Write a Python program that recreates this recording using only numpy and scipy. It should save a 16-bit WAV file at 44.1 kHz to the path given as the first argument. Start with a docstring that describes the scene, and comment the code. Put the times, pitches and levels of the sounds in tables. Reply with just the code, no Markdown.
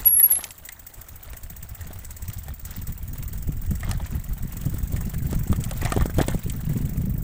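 """A bicycle coasts down a dirt trail, heard from close by.
A brake squeals at once, a wavering sine for each grab of the pad, over early knocks and scuffs of stones.
The freewheel ticks throughout as bursts of noise in a hub colour, unevenly quickening from 13 to 24 teeth a second.
Noise makes the rumble and tyre drumming that grow beneath, and the thumps over ruts from 1.5 s on.
Grit crackles as showers of tiny impacts; knocks of noise and ringing modes crowd in hardest around 6 s."""
import sys
import numpy as np
from scipy import signal
from scipy.fft import rfft, irfft
from scipy.io import wavfile
from scipy.ndimage import uniform_filter1d

SR = 44100
rng = np.random.default_rng(int(sys.argv[2]) if len(sys.argv) > 2 else 0)


def int16_out(signal):
    """Quantize to a 16-bit WAV file."""
    q = np.round(np.clip(np.atleast_2d(signal).T, -1, 1) * 32767)
    wavfile.write(sys.argv[1], SR, q.astype(np.int16))


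N = 318831
TIME = np.arange(N) / SR

# Colour of struck metal, for pebbles and knocks alike. Each row: frequency in Hz, relative level in dB per Hz.
CLINK_COLOUR = [(800, -41.5), (2000, 6.5), (3200, 6.5), (4800, 1.5), (6500, 4), (8200, 11), (10500, -2.5),
                (13000, 2), (16000, -22)]


def amp(db):
    """Decibels to gain."""
    return 10 ** (np.asarray(db) / 20)


def unit(x):
    """Scales to rms 1."""
    return x / np.sqrt(np.mean(x ** 2) + 1e-20)


def add(mix, s, sound):
    """Mixes a sound in at time s."""
    part = mix[max(round(s * SR), 0):][:len(sound)]
    part += sound[:len(part)]


def curve(rows, axis):
    """One column of a table, joined by straight lines in time."""
    columns = np.transpose(rows)
    return np.interp(TIME, columns[0], columns[axis])


def colour(x, spectrum, size=8192):
    """Causal minimum-phase filter of unit energy with the given spectrum."""
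    hz, db = np.transpose(spectrum)
    bin_hz = abs(np.fft.fftfreq(size, 1 / SR))
    bin_db = np.interp(np.log(bin_hz + 1), np.log(hz), db)
    log_gain = np.log(amp(bin_db))
    response = np.exp(np.conj(signal.hilbert(log_gain)))
    taps = np.fft.ifft(response).real[:size // 2]
    return signal.oaconvolve(x, taps / np.linalg.norm(taps))[:N]


def wander(hz):
    """Slow random drift of rms 1, up to about hz."""
    f = np.fft.rfftfreq(N, 1 / SR)
    spectrum = rfft(rng.standard_normal(N)) * np.exp(-(f / hz) ** 2)
    return unit(irfft(spectrum, N))


def ring(x, t60):
    """Follows a sound with a dense tail of unit energy that falls 60 dB in t60 seconds."""
    t = TIME[:SR]
    tail = rng.standard_normal(SR) * amp(-60 * t / t60)
    return signal.oaconvolve(x, tail / np.linalg.norm(tail))[:N]


def steady(x, span_s):
    """Evens out the slow swells of a signal, leaving its quick lumps."""
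    power = abs(uniform_filter1d(x ** 2, int(span_s * SR)))
    return x / np.sqrt(power + 1e-9)


def clicks(per_s, spread_db):
    """Random impacts, most small and a few large."""
    sizes = amp(spread_db * np.minimum(rng.exponential(1, N), 3.5))
    signs = rng.choice([-1, 1], N)
    return sizes * signs * (rng.random(N) < per_s / SR)


def stones(per_s, spread_db, cycles, count=32):
    """Small stones crack together, each ringing briefly at its own pitch."""
    hits = clicks(per_s, spread_db)
    kind = rng.integers(0, count, N)
    t = TIME[:1000]
    out = np.zeros(N)
    for k, hz in enumerate(np.geomspace(620, 8000, count)):
        # a grain falls to 1/e in the given number of cycles
        grain = np.sin(2 * np.pi * hz * t) * np.exp(-hz * t / cycles) * hz
        out += signal.oaconvolve(hits * (kind == k), grain)[:N]
    return unit(out)


def rumble(low_db=3.5, drum_db=-3, rut_low_db=-1, rut_drum_db=-5, lump_db=7.5, buffet_db=4.5, buffet_hz=14):
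    """Wind and ground shake the frame; the tyres drum in lumps on the packed dirt and thump over ruts."""
    # The ride grows rougher with speed.
    # Each row: time in seconds, low rumble in dB and tyre drumming in dB, both before trim.
    ride = [(0.0, -36.5, -41), (0.18, -53, -54.5), (0.85, -53, -61), (1.3, -43, -59), (2.6, -39.5, -44),
            (3.25, -35, -40), (3.65, -30, -36.5), (4.55, -35, -32), (5.3, -28.5, -24.5), (5.75, -32.5, -30),
            (5.95, -27, -29.5), (6.5, -34.5, -28.5), (7.0, -30.5, -24), (7.23, -30, -23.5)]
    # Each row: start in seconds, drumming in dB and low rumble in dB, both before trim.
    ruts = [(1.501, -36, -33), (1.714, -37, -33), (1.853, -32.5, -33), (2.281, -32, -28.5),
            (2.484, -35, -29.5), (2.769, -30, -45), (2.876, -25.5, -25), (3.109, -29, -48),
            (3.186, -27, -35), (3.476, -19.5, -41), (3.706, -15, -27), (3.877, -20, -22),
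            (4.123, -23.5, -38), (4.289, -41, -22), (4.657, -17, -45), (4.824, -30, -22.5),
            (4.937, -21.5, -33), (5.253, -18, -35), (5.499, -14.5, -25.5), (5.584, -14.5, -37),
            (5.957, -14, -39), (6.338, -16, -26), (6.695, -14, -26), (6.752, -15.5, -32),
            (6.991, -19.5, -36)]
    # Colours of the shaking frame, drumming tyres and a thump over a rut.
    # Each row: frequency in Hz, relative level in dB per Hz.
    frame_colour = [(8, -10), (25, -0.5), (90, -4), (125, -14.5), (180, -23.5), (400, -43), (1000, -88)]
    drum_colour = [(50, -20), (90, -5.5), (125, 4), (175, -1), (240, -10), (330, -21), (480, -29),
                   (900, -48.5), (3000, -82.5)]
    thump_colour = [(50, -11.5), (90, -3), (125, 4), (175, -2), (240, -12), (330, -21), (480, -27),
                    (900, -49), (3000, -77)]

    low = steady(colour(rng.standard_normal(N), frame_colour), span_s=0.089)
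    lumpy = rng.standard_normal(N) * amp(lump_db * wander(65))
    drum = steady(colour(lumpy, drum_colour), span_s=0.047)
    casing = steady(colour(rng.standard_normal(N), thump_colour), span_s=0.0312)
    # one unevenness shakes both together
    buffets = steady(amp(buffet_db * wander(buffet_hz)), span_s=0.2)

    rise_s = 0.0098  # a thump swells for this long, then dies away
    u = TIME[:SR // 4] / rise_s
    thump = u * np.exp(1 - u)
    shakes, thumps = np.zeros((2, N))
    for s, tyre_db, shake_db in ruts:
        add(thumps, s, amp(tyre_db + rut_drum_db) * thump)
        add(shakes, s, amp(shake_db + rut_low_db) * thump)

    low_level = np.hypot(buffets * amp(curve(ride, axis=1) + low_db), shakes)
    drum_level = buffets * amp(curve(ride, axis=2) + drum_db)
    return low * low_level + drum * drum_level + casing * thumps


def gravel(wash_db=-2, crunch_db=-3, ping_db=-10, scuff_db=1):
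    """Fine dirt hisses, stones crunch under the tread, and sand and pebbles fly up against the metal."""
    # Loose grit under the tyres. Each row: time in seconds, level in dB before the layer trims.
    grit_levels = [(0.0, -40), (0.14, -51.5), (0.4, -51.5), (0.7, -54), (3.7, -53), (4.6, -51.5),
                   (5.65, -48.5), (6.8, -49), (7.23, -55.5)]
    # The tyres scuff through loose stones. Each row: centre in seconds, length in seconds,
    # level in dB before trim, sandy spray relative to the scuff in dB.
    scuffs = [(0.211, 0.029, -48.5, -11), (0.31, 0.06, -47.5, -9), (0.415, 0.13, -47.5, -8),
              (1.296, 0.13, -53, -19), (1.852, 0.29, -56, -18), (2.332, 0.12, -57.5, 2.5),
              (2.742, 0.11, -51, -1), (3.895, 0.095, -44.5, -21), (4.057, 0.023, -46.5, -6),
              (4.14, 0.077, -50, -15), (5.325, 0.049, -47, -11), (5.86, 0.078, -39, -34),
              (5.957, 0.074, -47.5, -25), (6.226, 0.038, -38.5, -22)]
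    # Colour of dirt. Each row: frequency in Hz, relative level in dB per Hz.
    dirt_colour = [(150, 9.5), (350, 2.5), (700, 1), (1000, -1.5), (1400, -1.5), (1900, -2), (2500, -6.5),
                   (3400, -8), (5000, -13), (8000, -7.5), (11000, -9), (16000, -8)]

    wash = amp(wash_db + 4.4 * wander(50)) * rng.standard_normal(N)
    crunch = amp(crunch_db) * stones(per_s=1300, spread_db=5.0, cycles=4.9)
    flying = amp(ping_db) * unit(ring(clicks(per_s=15, spread_db=13.0), t60=0.034))

    loose, spray = np.zeros((2, N))
    for s, length, db, sandy_db in scuffs:
        swell = np.exp(-2 * np.minimum(abs(TIME - s) / length, 4) ** 2)
        scuff = amp(db + scuff_db) * swell
        loose = loose + scuff
        spray = spray + amp(sandy_db) * scuff
    scuffing = loose * stones(per_s=2400, spread_db=6.0, cycles=2.7)
    sand_band = signal.butter(2, [3000, 7000], "bandpass", fs=SR, output="sos")
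    sand = unit(signal.sosfilt(sand_band, clicks(per_s=1100, spread_db=9)))

    grit = amp(curve(grit_levels, axis=1))
    ground = colour(grit * (wash + crunch) + scuffing, dirt_colour)
    pebbles = colour(grit * flying, CLINK_COLOUR)
    return ground + pebbles + spray * sand


def knocks(rattle_db=-8, clink_db=7, thud_db=11, rattle_t60=0.026, clink_t60=0.017, thud_s=0.00071,
           modes_db=-9, bounce_db=-11, bounce_t60=0.098, part_db=-2, part_t60=0.037):
    """Each jolt is a short push and rebound; the frame rings and loose parts bounce to rest."""
    # Jolts of the bicycle. Each row: start in seconds, rattle, thud and metal clink in dB before trim,
    # pitch of the struck part in Hz.
    jolts = [(0.047, -39, -62, -30.5, 2160), (0.08, -43, -50, -29.5, 2630),
             (0.197, -27.5, -61, -30.5, 2110), (0.24, -34, -47, -38, 2650), (0.32, -40, -53, -26.5, 2120),
             (0.354, -49, -64, -30.5, 1820), (0.389, -28.5, -36.5, -43, 1130), (0.44, -34, -60, -21, 3100),
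             (0.506, -47, -59, -31.5, 3260), (0.688, -27, -64, -28.5, 1960),
             (1.332, -37.5, -44, -36.5, 1440), (1.807, -34, -49, -42, 1850), (1.905, -32, -37, -55, 560),
             (2.299, -40, -49, -35, 1820), (2.482, -28.5, -63, -40, 755), (3.225, -44, -52, -36.5, 1510),
             (3.831, -23.5, -41, -36.5, 1920), (3.892, -28, -56, -39, 920), (3.912, -27, -42, -22.5, 1690),
             (3.999, -26, -61, -53, 794), (4.573, -44, -57, -44, 1740), (4.615, -49, -60, -40, 3220),
             (4.662, -40, -32, -47, 654), (4.932, -35, -33, -39, 543), (4.962, -30.5, -50, -34, 2190),
             (5.009, -34.5, -48, -53, 970), (5.328, -25, -26, -33.5, 673), (5.527, -24, -23.5, -32, 1155),
             (5.71, -23, -41, -27.5, 612), (5.815, -24, -41, -35, 1946), (5.828, -42, -26, -45, 790),
             (5.85, -22, -37, -25.5, 716), (5.859, -21.5, -30, -45, 2030), (5.92, -15, -20.5, -23, 1234),
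             (5.963, -21.5, -14.5, -31, 530), (5.973, -20.5, -17.5, -49, 753),
             (6.009, -20.5, -25, -32.5, 1164), (6.056, -25, -19, -35, 646), (6.096, -31, -30, -48, 1530),
             (6.183, -16.5, -17, -29, 520), (6.189, -13, -17.5, -41, 545), (6.211, -20, -12.5, -26.5, 575),
             (6.218, -28.5, -26, -25.5, 630), (6.282, -13, -19, -23.5, 513), (6.3, -31, -46, -35, 660),
             (6.345, -47, -22, -39, 501)]
    # Modes of the frame and its fittings. Each row: frequency in Hz, relative level in dB, t60 in seconds.
    frame_modes = [(416, 0, 0.05), (532, -9, 0.19), (627, 7.5, 0.027), (732, -7, 0.053), (960, -6, 0.029),
                   (1242, 8, 0.045), (1530, -7, 0.03), (1820, 5.5, 0.078), (2120, -5, 0.16),
                   (2385, 11.5, 0.021)]
    # Colour of loose parts. Each row: frequency in Hz, relative level in dB per Hz.
    rattle_colour = [(150, -3), (400, -33.5), (650, 7), (1000, -0.5), (1300, -1.5), (1600, 0), (2000, -4),
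                     (2600, -18), (3300, -4.5), (5000, -23.5), (9000, -20), (16000, -26)]
    rebound_s, rebound_db = 0.0099, -13  # loose parts fall back and strike again

    t = TIME[:5000]
    rattle, clink, body = np.zeros((3, N))
    onset = 1 - np.exp(-t / 0.0016)
    u = (t - 0.0025) / thud_s
    push = u / (1 + u ** 2) ** 1.49 * onset * amp(-60 * t / 0.055)
    modes = np.array([amp(db - 60 * t / t60) * np.sin(2 * np.pi * hz * t) for hz, db, t60 in frame_modes])
    mode_hz = np.transpose(frame_modes)[0]
    clatter = amp(rattle_db - 60 * t / rattle_t60) * onset
    for s, loose_db, frame_db, metal_db, part_hz in jolts:
        add(rattle, s, amp(loose_db) * clatter)
        add(rattle, s + rebound_s, amp(loose_db + rebound_db) * clatter)
        add(clink, s, amp(metal_db + clink_db - 60 * t / clink_t60) * onset)
        add(body, s, 2 * amp(frame_db + thud_db) * push)
        # the struck part buzzes unsteadily
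        wobble = np.cumsum(0.082 * rng.standard_normal(len(t)))
        buzz = np.sin(2 * np.pi * part_hz * t + wobble)
        add(body, s, amp(loose_db + part_db - 60 * t / part_t60) * onset * buzz)
        # it wakes the frame modes in random shares, favouring those nearest to it
        shares = rng.standard_normal(len(frame_modes)) / (1 + 4 * np.log(mode_hz / part_hz) ** 2)
        ringing = shares / np.linalg.norm(shares) @ modes
        add(body, s, amp(loose_db + modes_db) * onset * ringing)

    bounce = amp(bounce_db - 60 * t / bounce_t60)
    settling = signal.oaconvolve(rattle / np.sum(amp(-60 * t / rattle_t60)), bounce)[:N]
    bouncing = settling * stones(per_s=1800, spread_db=13.0, cycles=1.9)
    loose_parts = colour(rattle * rng.standard_normal(N) + bouncing, rattle_colour)
    metal = colour(clink * rng.standard_normal(N), CLINK_COLOUR)
    return body + loose_parts + metal


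def brake(level_db=-1, edge_s=0.0034, flutter_db=4.5, echo_db=-12, echo_t60=0.39):
    """The pad grabs and slips, each time exciting a high disc mode; the trees echo the squeal."""
    # Grabs of the pad. Each row: start in seconds, length in seconds, starting level in dB before trim,
    # starting pitch in Hz above the disc mode, before drift.
    grabs = [(0.058, 0.028, -8, 342), (0.089, 0.13, -14, 321), (0.193, 0.012, -8.5, 400),
             (0.23, 0.036, -9, 375), (0.304, 0.021, -12, 528), (0.316, 0.038, -16, 170),
             (0.363, 0.017, -18, 55.4)]
    disc_hz = 11000
    sag_hz_per_s, slip_db_per_s = 900, 15  # a grab sinks in pitch and level as the pad slips

    squeal = np.zeros(N)
    t = TIME[:SR]
    drift_hz = 45 * wander(68)[:SR]
    for s, length, db, sharp_hz in grabs:
        grip = (np.tanh((t - s) / edge_s) - np.tanh((t - s - length) / edge_s)) / 2
        hz = disc_hz + sharp_hz - sag_hz_per_s * (t - s) + drift_hz
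        tone = np.sin(2 * np.pi * np.cumsum(hz) / SR)
        add(squeal, 0, amp(db + level_db - slip_db_per_s * (t - s)) * grip * tone)
    squeal = squeal * amp(flutter_db * np.tanh(wander(100)))
    return squeal + amp(echo_db) * ring(squeal, t60=echo_t60)


def freewheel(level_db=1.5, lead_s=0.0046, spread_s=0.0041, ring_db=-8, hiss_db=-60, vary_db=3.0, tooth_db=1.5):
    """At each tooth the pawls drop and chatter for a few milliseconds; the hub rings on."""
    # Speed of the freewheel. Each row: time in seconds, ratchet teeth per second.
    ratchet = [(0.0, 13.37), (0.15, 16.7), (0.6, 14.27), (1.05, 13.45), (1.8, 16.71), (2.25, 17.22),
               (2.4, 20.8), (2.55, 17.55), (4.05, 23.11), (4.5, 20.65), (4.65, 24.1), (4.8, 21.85),
               (5.4, 24.38), (5.55, 22.98), (6.0, 24.83), (6.6, 22.92), (6.75, 24.92), (7.2, 24.22)]
    # Level of the pawl ticks. Each row: time in seconds, level in dB before trim and tooth variation.
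    tick_levels = [(0.0, -37), (0.9, -39), (1.4, -39.5), (2.2, -38), (3.05, -37.5), (3.9, -42.5),
                   (4.9, -38), (7.23, -40.5)]
    # Colour of a pawl tick. Each row: frequency in Hz, relative level in dB per Hz.
    pawl_colour = [(500, -22), (1200, -31), (1800, -17), (2800, -32), (5200, -24.5), (6600, -17.5),
                   (7800, -10), (9200, -19), (11000, -26), (12800, -37.5), (14000, -5.5), (14600, -6),
                   (15150, 1.5), (15700, -21.5)]
    jitter_s = 0.0005  # the teeth are slightly uneven

    teeth_passed = np.cumsum(curve(ratchet, axis=1)) / SR
    drops = np.flatnonzero(np.diff(np.floor(teeth_passed), prepend=-1))
    db = curve(tick_levels, axis=1)
    t = TIME[:1200]
    force = np.zeros(N)
    for at, (size, width, late) in zip(drops, rng.standard_normal((len(drops), 3))):
        # the burst starts ahead of the drop and peaks on it
        burst = np.exp(-0.5 * ((t - lead_s) / (spread_s * np.exp(0.17 * width))) ** 2)
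        add(force, at / SR - lead_s + jitter_s * late, burst * amp(db[at] + tooth_db * size))

    chatter = force * rng.standard_normal(N) * amp(level_db + 1.7 * wander(700))
    hiss = amp(hiss_db + 1.5 * wander(120)) * rng.standard_normal(N)
    hub = colour(chatter + amp(ring_db) * ring(chatter, t60=0.15) + hiss, pawl_colour)
    # no two teeth are alike: the lower resonances answer more or less
    low_pass = signal.butter(2, 11000, fs=SR, output="sos")
    lower = signal.sosfiltfilt(low_pass, hub)
    return hub + lower * (amp(vary_db * wander(7)) - 1)


def scene():
    """Everything sounds close to the one microphone."""
    return (rumble() + gravel() + knocks() + brake() + freewheel())[None]


def record(dry):
    """The recorder's band limit: a steep low-pass around 15.9 kHz."""
    edge_hz = 15900
    low_pass = signal.firwin(255, edge_hz, window=("kaiser", 9), fs=SR)
    return signal.oaconvolve(dry, low_pass[None], "same")


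dry = scene()
out = record(dry)
int16_out(out)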